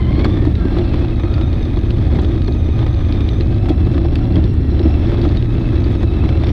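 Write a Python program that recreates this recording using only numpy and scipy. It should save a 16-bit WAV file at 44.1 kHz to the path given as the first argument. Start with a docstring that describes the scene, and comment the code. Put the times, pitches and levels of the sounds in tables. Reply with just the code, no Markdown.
"""A child drives a small electric ride-on car along a paved path, heard from its bonnet.
From the start, hard plastic wheels crunch over grit and set the hollow body booming. In the first
second the gear whine climbs with the speed, thin squeals come and go, and bumps thump and clatter.
The car eases off while stones and loose parts tick, then picks up again after 3.3 s. The heaviest
thumps land near 3.7 s and 4.9 s, and it is still rolling when the sound ends at 6.5 s."""
import sys
import numpy as np
from scipy import signal
from scipy.fft import rfft, irfft, next_fast_len
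from scipy.io import wavfile
from scipy.ndimage import uniform_filter1d

SR = 44100
rng = np.random.default_rng(int(sys.argv[2]) if len(sys.argv) > 2 else 0)


def digitize_waveform(pressure):
    """Quantize a signal to 16-bit integers and store it at the path in sys.argv[1].

    Rows of a 2-D input are taken as channels; values are limited to [-1, 1].
    """
    field = np.atleast_2d(pressure).T
    bounded = np.clip(field, -1, 1)
    quanta = np.round(bounded * 32767).astype(np.int16)
    wavfile.write(sys.argv[1], SR, quanta)


N = 287532
TIME = np.arange(N) / SR

# Levels in the tables are relative: each layer adds its own trim.
# EQ of the hiss: freq_hz, gain_db
HISS_EQ = [(3000, 7.5), (7000, -6), (9300, 1), (11500, -5.5), (14000, -9.5), (15500, -11)]
# grains snapping under a wheel: start_s, peak_db
SNAP_CUES = [(0.2458, -45), (2.146, -56), (2.2185, -51), (3.6905, -48), (3.931, -55), (4.155, -52),
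             (4.5376, -56), (5.9219, -56), (6.03, -50)]
# stones and loose parts ticking: start_s, crack_db, ping_db, pitch_hz, decay_s
TICK_CUES = [(0.2464,-27,-28,4400,0.0027), (.253,-26,-18.5,1250,0.0033), (0.553,-28,-35,3770,.003),
             (.843,-37,-39,3600,.003), (0.891,-34,-39,3740,.003), (1.1306,-41,-37,2000,.003),
             (1.34,-25.5,-37,4570,0.0045), (1.5294,-30.5,-43,3580,0.0026), (1.6284,-29,-37,3610,.003),
             (1.653,-29,-39,3500,.004), (1.906,-24,-37,3820,0.0018), (2.157,-39,-33,2100,.003),
             (2.2476,-26,-38,3350,0.0028), (2.419,-26,-39,3900,.003), (2.4455,-34,-37,4300,.003),
             (2.475,-36,-36.5,4230,0.0043), (2.5235,-29.5,-40,3840,0.0024), (3.124,-23.5,-31,3730,0.0025),
             (3.207,-30,-44,3650,0.0028), (3.2893,-24,-27.5,3860,0.0024), (3.408,-22.5,-29.5,4040,0.0043),
             (3.693,-27,-35.5,3310,0.012), (3.944,-35,-37,3670,.003), (4.156,-20,-31,2600,.003),
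             (4.357,-27.5,-31.5,3290,.006), (4.4395,-28,-35,3600,0.0028), (4.7941,-27,-35,3870,0.0027),
             (5.2155,-26.5,-36,4500,.003), (5.2413,-29,-41,4200,.002), (5.2904,-32,-39,3600,.004),
             (5.3712,-23,-33,3750,0.013), (5.8416,-28,-37,4610,0.0036), (6.4445,-32,-37,3600,.003),
             (6.4693,-27.5,-38,2270,.003), (6.492,-24.5,-43,3500,.003)]
# squeals of the drive: start_s, length_s, from_hz, to_hz, level_db
SQUEAL_CUES = [(.12, 0.11, 4120, 4420, -49), (0.248, 0.18, 3520, 3540, -50),
               (0.286, 0.27, 1820, 1780, -44.5), (0.54, 0.21, 1630, 1570, -43),
               (0.558, .1, 1340, 1340, -42), (1.218, .13, 4300, 4200, -52), (0.82, 0.15, 4300, 4200, -53),
               (1.23, 0.28, 1350, 1355, -42.5), (3.057, 0.3, 2320, 2360, -53),
               (4.577, 0.16, 1910, 1880, -49.5)]
# bumps in the path: start_s, thump_db, pitch_hz, ring_s, clatter_db, crack_db
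BUMP_CUES = [(.193,-27,318,.005,-24,-26), (0.244,-20.5,310,.006,-14.5,-18), (0.255,-7,306,0.0065,-20,-22.5),
             (0.334,-11.5,340,0.0058,-32,-40), (.372,-25,320,.004,-31,-28),
             (0.451,-22,323,0.0033,-18.5,-29), (.467,-4.5,295,0.0046,-27,-28), (0.608,-18,333,.004,-26,-38),
             (.652,-7.5,334,0.0037,-25.5,-28), (.722,-12,330,0.0052,-26,-36),
             (.768,-6.5,327,0.0046,-23,-36), (.783,-7.5,347.5,.016,-27,-23.5),
             (1.045,-19,324,0.0056,-22.5,-30), (1.197,-22,330,0.0049,-25,-29),
             (1.234,-11.5,341,0.012,-25,-28), (1.38,-13.5,306,0.0037,-22,-32),
             (1.412,-16,331,0.0095,-22,-26), (1.77,-11,336,.005,-21,-29), (2.125,-15.5,238,.012,-23,-38),
             (2.188,-11,335,0.004,-18,-29), (2.353,-24,313,.004,-29,-42), (2.48,-6.5,284,.003,-23.5,-26),
             (2.79,-23,315,0.0044,-26.5,-27.5), (2.828,-15,339,0.0088,-20.5,-35),
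             (2.864,-18,320,0.0026,-23.5,-27), (3.208,-19,325,0.0037,-31,-38),
             (3.657,-21,315,.0044,-26,-30), (3.686,-18,315,0.0035,-21,-29),
             (3.697,-4,329,0.0052,-23.5,-23.5), (3.868,-13,278,.004,-25,-37),
             (3.978,-11.5,333,0.014,-21.5,-27.5), (4.049,-12.5,329,0.0099,-18.5,-37),
             (4.354,-8.5,302,0.0024,-29,-38), (4.365,-7.5,322,0.0094,-24.5,-29),
             (4.8,-4.5,325,0.0021,-37,-35), (4.853,-1,316,0.0032,-26,-31), (4.94,-15,316,.0036,-28,-30),
             (5.118,-12,315,0.004,-22.5,-33), (5.142,-18,320,0.0053,-24,-25.5), (5.25,-19,320,.005,-19,-28),
             (5.257,-6.5,303,0.0095,-24,-31), (5.581,-16,311,0.0044,-26,-36),
             (6.03,-13.5,330,0.0093,-21,-30), (6.238,-9,316.4,0.012,-20,-37.5),
             (6.29,-14,296,.0034,-19,-21.5), (6.436,-28,320,.004,-21,-24)]

# EQ of each kind of contact: freq_hz, gain_db
SNAP_EQ = [(2000, -1), (5000, 5.5), (6900, 3.5), (7800, 6), (8700, -2.5), (10500, -6.5), (13000, -5),
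           (15500, -14)]  # very bright
TICK_EQ = [(700, -22.5), (1500, 0), (2500, 1.5), (3400, 0.5), (4400, 2.5), (5600, -13.5), (7000, -25),
           (10000, -35), (13000, -34), (16000, -42.5)]  # hard upper mids
GRIT_EQ = [(900, -26), (1600, 8), (2250, 6), (2900, -2.5), (3450, 7.5), (3850, -3.5), (4300, -2.5),
           (4900, -8), (5500, -10), (6000, -15), (6900, -25.5), (9000, -26.5), (11000, -41.5),
           (13000, -36.5), (15500, -38)]  # sandy crackle
CRUNCH_EQ = [(300, -30.5), (470, -0.5), (560, -1), (640, -3), (730, -5.5), (880, -7.5), (1050, -10),
             (1250, -9), (1450, -16), (1900, -21), (2600, -27), (4000, -25), (7000, -57), (15000, -56)]  # hollow mids

# resonances: pitch_hz, width_hz, gain_db
SWAY_MODES = [(26, 38, -9.5), (43.2, 23, -5), (58, 20, -0.5)]  # the car rocking on its wheels
BODY_MODES = [(75.86, 10, 5), (98, 16, -2), (112.7, 14, -2.5)]  # the whole hollow body
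PAN_MODES = [(163.4, 17, -0.5), (173.8, 12, 0), (203.5, 24, -3.5)]  # the floor pan
PANEL_MODES = [(186, 57, 1), (239.6, 26, 1.5), (285.4, 31, 3), (309.3, 39, 1), (337, 20, 5.5),
               (403, 22, -1)]  # the plastic panels
WHEEL_MODES = [(547, 13, 7), (597.4, 25, 0.5), (653.5, 36, 1.5), (739, 25, 2.5), (1030, 47, -1)]  # the hollow wheels
PEBBLE_MODES = [(1950, 760, -1), (2460, 1400, -0.5), (3200, 370, -2), (3600, 530, 1.5), (4220, 890, -3)]  # clicks of larger stones

# level rides of the ringing plastic: time_s, level_db
LOW_BOOM_RIDE = [(0.0, -11.5), (0.86, -21), (0.99, -15.5), (1.18, -25), (1.35, -15.5), (1.89, -16.5),
                 (2.17, -8.5), (2.52, -21.5), (2.63, -7), (2.87, -20), (3.11, -13.5), (3.36, -21),
                 (3.48, -8.5), (3.58, -29.5), (3.79, -5), (3.92, -12), (4.06, -8), (4.26, -24),
                 (4.39, -5.5), (4.53, -15.5), (4.95, -5.5), (5.13, -18), (5.97, -14), (6.06, -17),
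                 (6.2, -12.5), (6.51, -10)]  # lowest body mode
HIGH_BOOM_RIDE = [(0.0, -14.5), (0.28, -13), (0.45, -9.5), (0.68, -25), (0.79, -14), (1.16, -19),
                  (1.42, -12), (1.62, -21), (2.03, -10.5), (2.13, -15), (2.53, -16.5), (2.65, -23),
                  (2.79, -8), (3.01, -16), (3.11, -18), (3.45, -13.5), (3.63, -9.5), (3.72, -20.5),
                  (3.91, -11), (4.11, -17), (4.24, -12), (4.42, -12), (4.74, -15), (4.98, -18.5),
                  (5.1, -12.5), (6.51, -14)]  # upper body modes
PAN_RIDE = [(0,-27), (.35,-29.5), (.75,-24.5), (1.1,-35.5), (3.4,-34), (3.7,-25.5), (4.1,-29), (4.4,-23),
            (4.6,-32.5), (5.5,-30.5), (6.52,-38)]  # boom of the floor pan
WHEEL_RIDE = [(0.0, -38.5), (0.23, -29.5), (0.36, -45), (0.76, -40), (0.78, -33), (1.22, -39),
              (1.27, -34.5), (1.94, -40), (2.14, -29.5), (2.32, -37.5), (3.0, -35), (3.03, -41),
              (3.63, -33), (3.7, -24), (3.74, -35.5), (4.34, -32.5), (4.38, -24), (4.43, -48), (4.68, -40),
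              (4.7, -35.5), (5.34, -35), (5.48, -46), (5.63, -35.5), (6.17, -37), (6.34, -28.5),
              (6.52, -46)]  # drone of the wheels
# roughness of the paving, as the levels it raises: time_s, drumming_db, crunch_db
PAVING_RIDE = [(0.0, -24.5, -39), (0.2, -16.5, -33), (0.49, -21.5, -37), (0.87, -22.5, -34),
               (1.03, -20.5, -35), (1.22, -23.5, -37), (1.83, -23, -37.5), (2.2, -20, -34),
               (2.49, -21.5, -40), (2.76, -25.5, -37), (3.18, -23, -37), (3.58, -22, -38),
               (3.94, -20.5, -37.5), (4.23, -20, -37), (4.39, -19.5, -35), (4.59, -22.5, -40.5),
               (4.78, -20.5, -36.5), (4.92, -23, -36), (5.21, -17, -32), (5.43, -21.5, -36.5),
               (6.19, -21, -36.5), (6.52, -21, -34)]
# load on the gears, as levels of partials 1-3 and 4-5: time_s, whine_db, whistle_db
LOAD_RIDE = [(0,-37,-48), (.34,-42.5,-46), (.47,-49.5,-49), (.75,-41,-52), (1.03,-41,-48), (1.08,-42,-45),
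             (1.4,-40.5,-43), (2.0,-49,-45.5), (2.5,-42.5,-42), (3.2,-44.5,-45), (3.55,-43.5,-40),
             (4.2,-45.5,-48), (4.55,-45,-51), (4.85,-41,-39.5), (5.35,-46,-43.5), (5.9,-40,-43.5),
             (6.35,-40.5,-49), (6.52,-55,-41)]

# speed of the drive, as gear teeth meeting per second: time_s, mesh_hz
MESH_RATE = [(0,1020),(.13,1040),(.17,1095),(.25,1085),(.28,1168),(.38,1187),(.5,1290),(.68,1355),(1,1303),(1.15,1258),(1.5,1224),(1.95,1257),(3.3,1208),(3.5,1275),(3.65,1302),(4.5,1368),(5.4,1275),(5.62,1305),(5.85,1268),(6.3,1320),(6.52,1380)]
# the two rear gearboxes: speed_ratio, gain_db
REAR_DRIVES = [(1, -1), (1.016, -8)]
# partials of the tooth rate: harmonic, gain_db, roughness at full rattle
GEAR_PARTIALS = [(1, -1, 0.57), (2, -3.5, 0.38), (3, -6, 0.58), (4, -2, 1.1), (5, -13, 0.35)]
# how the gear housing radiates: freq_hz, gain_db
HOUSING_EQ = [(1000, -3.5), (1120, 4.5), (1250, -6.5), (1400, -7), (2080, -0.5), (2220, 5.5), (2310, -6.5),
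              (2400, -5), (2510, -3.5), (2600, -1.5), (2700, -4.5), (3100, -4), (3330, -2.5), (3480, 3.5),
              (3560, 4), (3720, -0.5), (3900, -4), (4300, -8.5), (4600, -11), (4900, -30.5), (5400, -12),
              (5850, -4.5), (6200, -6.5), (6450, -12.5), (6700, -20), (8500, -23.5)]

PINION_TEETH, IDLER_RATIO = 17, 5.15  # tooth contacts per cycle of the rotor and of the idler hum


def from_db(db):
    """Decibels to gain."""
    return 10 ** (np.asarray(db) / 20)


def rms_one(x):
    """Scale to unit power."""
    return x / np.sqrt(np.mean(x ** 2) + 1e-20)


def leveller(x, seconds):
    """Hold a signal near unit power over a sliding window."""
    power = np.abs(uniform_filter1d(x * x, max(int(seconds * SR), 2)))
    return x / np.sqrt(power + 1e-12)


def automation(rows):
    """Each column of a timed curve, at every sample."""
    times, *columns = np.transpose(rows)
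    return [np.interp(TIME, times, column) for column in columns]


def eq_db(eq, hz):
    """Read an EQ curve on a log-frequency axis."""
    freqs, db = np.transpose(eq)
    return np.interp(np.log(np.maximum(hz, 1)), np.log(freqs), db)


def noise():
    """White noise for the whole scene."""
    return rng.standard_normal(N)


def drift(rate):
    """Smooth random modulation of spread 1 that changes about rate times a second."""
    step, run_in = 20, 4000  # samples per control point; points left to settle
    pole = np.exp(-2 * np.pi * rate * step / SR)
    white = rng.standard_normal(N // step + run_in + 2)
    slow = signal.lfilter([1], [1, -2 * pole, pole * pole], white)[run_in:]
    return np.interp(np.arange(N) / step, np.arange(len(slow)), rms_one(slow))


def colour(x, eq):
    """Minimum-phase EQ, so nothing rings ahead of an attack."""
    size = next_fast_len(len(x) + 4096, True) * 2
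    freqs = np.arange(size // 2 + 1) * SR / size
    cepstrum = irfft(np.log(from_db(eq_db(eq, freqs))))
    cepstrum[1:size // 2] *= 2
    cepstrum[size // 2 + 1:] = 0
    return irfft(rfft(x, size) * np.exp(rfft(cepstrum)))[:len(x)]


def resonate(x, modes):
    """Ring a bank of parallel resonators."""
    out = 0
    for hz, width_hz, db in modes:
        radius = np.exp(-np.pi * width_hz / SR)
        feed = np.array([1, 0, -1]) * (1 - radius ** 2) / 2
        feedback = [1, -2 * radius * np.cos(2 * np.pi * hz / SR), radius ** 2]
        out = out + from_db(db) * signal.lfilter(feed, feedback, x)
    return out


def band(x, low_hz, high_hz, order=3):
    """Band-pass."""
    return signal.sosfilt(signal.butter(order, [low_hz, high_hz], "band", fs=SR, output="sos"), x)


def place(out, start_s, sound, peak_db):
    """Lay a one-shot into the track at the given peak level."""
    i = max(round(start_s * SR), 0)
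    out[i:i + len(sound)] += (from_db(peak_db) * sound / np.abs(sound).max())[:N - i]


def burst(decay_s):
    """A quarter second of contact noise that dies by 1/e in decay_s."""
    t = TIME[:SR // 4]
    return rng.standard_normal(len(t)) * np.exp(-t / decay_s)


def grains(per_s, spread_db):
    """Random contacts, many small and a few large; unit power."""
    sizes = from_db(spread_db * np.minimum(rng.exponential(1, N), 5))
    signs = rng.choice([-1, 1], N)
    return rms_one(sizes * signs * (rng.random(N) < per_s / SR))


def hiss():
    """A faint, steady bed of treble."""
    return from_db(-60) * rms_one(colour(noise(), HISS_EQ))


def snaps():
    """A crushed grain gives a tiny, very bright click."""
    out = np.zeros(N)
    for start_s, db in SNAP_CUES:
        place(out, start_s, colour(burst(decay_s=0.0016), SNAP_EQ), db + 13.5)
    return out


def squeals():
    """The drive gives thin, wavering tones that swell and fade."""
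    out = np.zeros(N)
    waver = 1 + 0.019 * drift(76)
    for start_s, length_s, from_hz, to_hz, db in SQUEAL_CUES:
        progress = np.clip((TIME - start_s) / length_s, 0, 1)
        hz = (from_hz + (to_hz - from_hz) * progress) * waver
        swell = from_db(db) * np.sqrt(2) * np.sin(np.pi * progress)
        out += swell * np.sin(2 * np.pi * np.cumsum(hz) / SR)
    return out * from_db(2.5 * drift(35))


def ticks():
    """Stones and loose parts strike with a sharp crack and a short ping."""
    out, t = np.zeros(N), TIME[:SR // 4]
    attack = 1 - np.exp(-t / 0.0005)
    for start_s, crack_db, ping_db, pitch_hz, decay_s in TICK_CUES:
        crack = colour(burst(decay_s=0.0018) + 0.25 * burst(decay_s=0.006), TICK_EQ)
        ping = attack * np.exp(-t / decay_s) * np.sin(2 * np.pi * pitch_hz * t)
        place(out, start_s, crack, crack_db + 2)
        place(out, start_s, ping, ping_db + 2)
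    return out


def motor():
    """The unbalanced rotor hums once a turn; the gear train adds a higher, fainter hum."""
    mesh_hz, = automation(MESH_RATE)
    tooth_phase = 2 * np.pi * np.cumsum(mesh_hz * (1 + 0.012 * drift(7.3))) / SR
    rotor = from_db(-28 + 2.5 * drift(1.9)) * np.sin(tooth_phase / PINION_TEETH)
    idler = from_db(-33 + 1.4 * drift(2.3)) * np.sin(tooth_phase / IDLER_RATIO)
    return np.sqrt(2) * (rotor + idler)


def ringing(modes, band_hz, window_s):
    """Modes kept ringing by noise, band-limited and levelled."""
    return leveller(band(resonate(noise(), modes), *band_hz), window_s)


def drones():
    """Steady rolling keeps the hollow wheels and the floor pan ringing in their own modes."""
    wheel_db, = automation(WHEEL_RIDE)
    pan_db, = automation(PAN_RIDE)
    wheels = ringing(WHEEL_MODES, band_hz=(490, 864), window_s=0.13)
    pan = ringing(PAN_MODES, band_hz=(134, 213), window_s=0.11)
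    return from_db(wheel_db - 5) * wheels + from_db(pan_db) * pan


def rough_tone(phase, roughness):
    """A tone frayed into close neighbours, as no two teeth meet alike."""
    in_step = 1 + roughness * drift(110)
    across = roughness * drift(110)
    return (in_step * np.sin(phase) + across * np.cos(phase)) / np.sqrt(1 + 2 * roughness ** 2)


def gearbox(mesh_hz, whine_db, whistle_db):
    """Tooth contacts give a row of partials; backlash makes them waver and flutter."""
    # the springy drive train hunts around its speed
    hunting = rms_one(band(drift(34), low_hz=5.3, high_hz=29.8, order=1))
    tooth_hz = mesh_hz * (1 + 0.016 * hunting + 0.005 * drift(130))
    phase = 2 * np.pi * np.cumsum(tooth_hz) / SR
    # the pinion runs out of true, which puts sidebands on each partial
    phase += 0.12 * np.sin(phase / PINION_TEETH)
    rattle = np.interp(mesh_hz, (1100, 1330), (0.25, 1))  # faster teeth rattle more in their play
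    out = 0
    for (harmonic, db, roughness), load_db in zip(GEAR_PARTIALS, [whine_db] * 3 + [whistle_db] * 2):
        housing_db = eq_db(HOUSING_EQ, harmonic * tooth_hz)
        flutter_db = 3.27 * drift(27)
        gain = from_db(load_db + db + housing_db + flutter_db + 1)
        out += gain * rough_tone(harmonic * phase, rattle * roughness)
    return out


def gears():
    """Each rear wheel has a drive of its own; the two whines sit slightly detuned."""
    whine_db, whistle_db = automation(LOAD_RIDE)
    mesh_hz, = automation(MESH_RATE)
    return sum(from_db(db) * gearbox(ratio * mesh_hz, whine_db, whistle_db) for ratio, db in REAR_DRIVES)


def body():
    """The low end: the body rocks on its wheels and its hollow modes boom in turns."""
    low_db, = automation(LOW_BOOM_RIDE)
    high_db, = automation(HIGH_BOOM_RIDE)
    sway = ringing(SWAY_MODES, band_hz=(12, 75), window_s=0.11)
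    low = ringing(BODY_MODES[:1], band_hz=(57.7, 100.6), window_s=0.1)
    high = ringing(BODY_MODES[1:], band_hz=(86.8, 138.8), window_s=0.11)
    boom = from_db(-18.5) * sway + from_db(low_db - 4) * low + from_db(high_db - 4.5) * high
    wet = 0.42  # parallel compression: one mode gives way when another swells
    return (1 - wet) * boom + wet * boom.std() * leveller(boom, seconds=0.03)


def panels(force):
    """The plastic panels ring under a force."""
    return band(resonate(force, PANEL_MODES), low_hz=127, high_hz=355.6)


def pebbles(per_s):
    """Single stones flick against the plastic, each at one of five short notes; unit power."""
    per_note = per_s / len(PEBBLE_MODES)
    clicks = sum(resonate(grains(per_note, spread_db=2.2), [mode]) for mode in PEBBLE_MODES)
    return rms_one(colour(clicks, TICK_EQ))


def rolling():
    """The wheels drum on the panels, crunch over grit and flick up pebbles."""
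    drumming_db, crunch_db = automation(PAVING_RIDE)
    swing_db = crunch_db - crunch_db.mean()  # grit and pebbles follow the crunch
    jolts = from_db(1.5 * drift(16))  # small unevenness shakes panels, wheels and grit together
    pressure = from_db(1.2 * drift(36))  # hard wheels hop, so the contact flutters
    stones = grains(per_s=700, spread_db=3.5)
    # each stone sets off a few ms of buzzing in the loose hubs
    buzz = rms_one(signal.fftconvolve(stones, burst(decay_s=0.0021))[:N])
    impacts = np.sqrt(uniform_filter1d(buzz ** 2, size=60).clip(0))
    contact = pressure * (1.6 + impacts)
    drumming = leveller(panels(contact * noise()), seconds=0.06)
    crunch = leveller(colour(contact * noise() + 0.92 * stones, CRUNCH_EQ), seconds=0.079)
    sand = grains(per_s=1700, spread_db=4.0)  # fine crackle between the stones
    grit = leveller(colour(contact * noise() + sand, GRIT_EQ), seconds=0.41)
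    wheels = (from_db(drumming_db - 1.23) * drumming
              + from_db(crunch_db - 1.5) * crunch
              + from_db(swing_db - 44.5) * grit)
    return jolts * wheels + from_db(swing_db - 51.5) * pebbles(per_s=70)


def bump_tails(trim_db, decay_s, attack_s=0.0029):
    """An envelope that jumps at each bump, in step with its thump level, and dies away."""
    envelope = np.zeros(N)
    for start_s, thump_db, *_ in BUMP_CUES:
        age = np.maximum(TIME - start_s, 0)
        attack = 1 - np.exp(-(age / attack_s) ** 2)
        envelope += from_db(thump_db + trim_db) * attack * np.exp(-age / decay_s)
    return envelope


def aftershake():
    """Each thump leaves the panels shaking and the hollow wheels booming for a moment."""
    shaking = leveller(panels(noise()), seconds=0.021)
    booming = leveller(band(noise(), low_hz=517, high_hz=760, order=2), seconds=0.011)
    return (bump_tails(trim_db=-18.5, decay_s=0.016) * shaking
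            + bump_tails(trim_db=-28.5, decay_s=0.038) * booming)


def knock(pitch_hz, ring_s):
    """A struck panel swells to its hollow note within ring_s and dies away."""
    t = TIME[:SR // 4]
    return t * np.exp(-t / ring_s) * np.sin(2 * np.pi * pitch_hz * t)


def bumps():
    """A bump knocks on the panels, rings the hollow wheels and shakes the loose plastic."""
    out = np.zeros(N)
    for start_s, thump_db, pitch_hz, ring_s, clatter_db, crack_db in BUMP_CUES:
        place(out, start_s, knock(pitch_hz, ring_s), thump_db - 5)
        place(out, start_s, panels(burst(decay_s=0.013)), thump_db - 6)
        wheel_ring = band(resonate(burst(decay_s=0.003), WHEEL_MODES), low_hz=474, high_hz=1340)
        place(out, start_s, wheel_ring, clatter_db - 10)
        place(out, start_s, colour(burst(decay_s=0.0064), CRUNCH_EQ), clatter_db)
        place(out, start_s, colour(burst(decay_s=0.0062), GRIT_EQ), crack_db - 0.3)
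    return out


def scene():
    """The mono mix: hiss, the running car, and the hits on top."""
    bed = hiss() + body() + rolling() + drones() + motor() + gears() + squeals()
    return (bed + bumps() + aftershake() + ticks() + snaps())[None]


def record(dry):
    """Soft-clip the tallest peaks, cut the top and close with a 4 ms fade."""
    ceiling, cutoff_hz = 0.9, 15400
    rounded = dry / (1 + (dry / ceiling) ** 8) ** (1 / 8)
    low_pass = signal.ellip(10, 0.1, 90, cutoff_hz, fs=SR, output="sos")
    fade = np.clip((TIME[-1] - TIME) / 0.004, 0, 1)
    return fade * signal.sosfilt(low_pass, rounded)


dry = scene()
out = record(dry)
digitize_waveform(out)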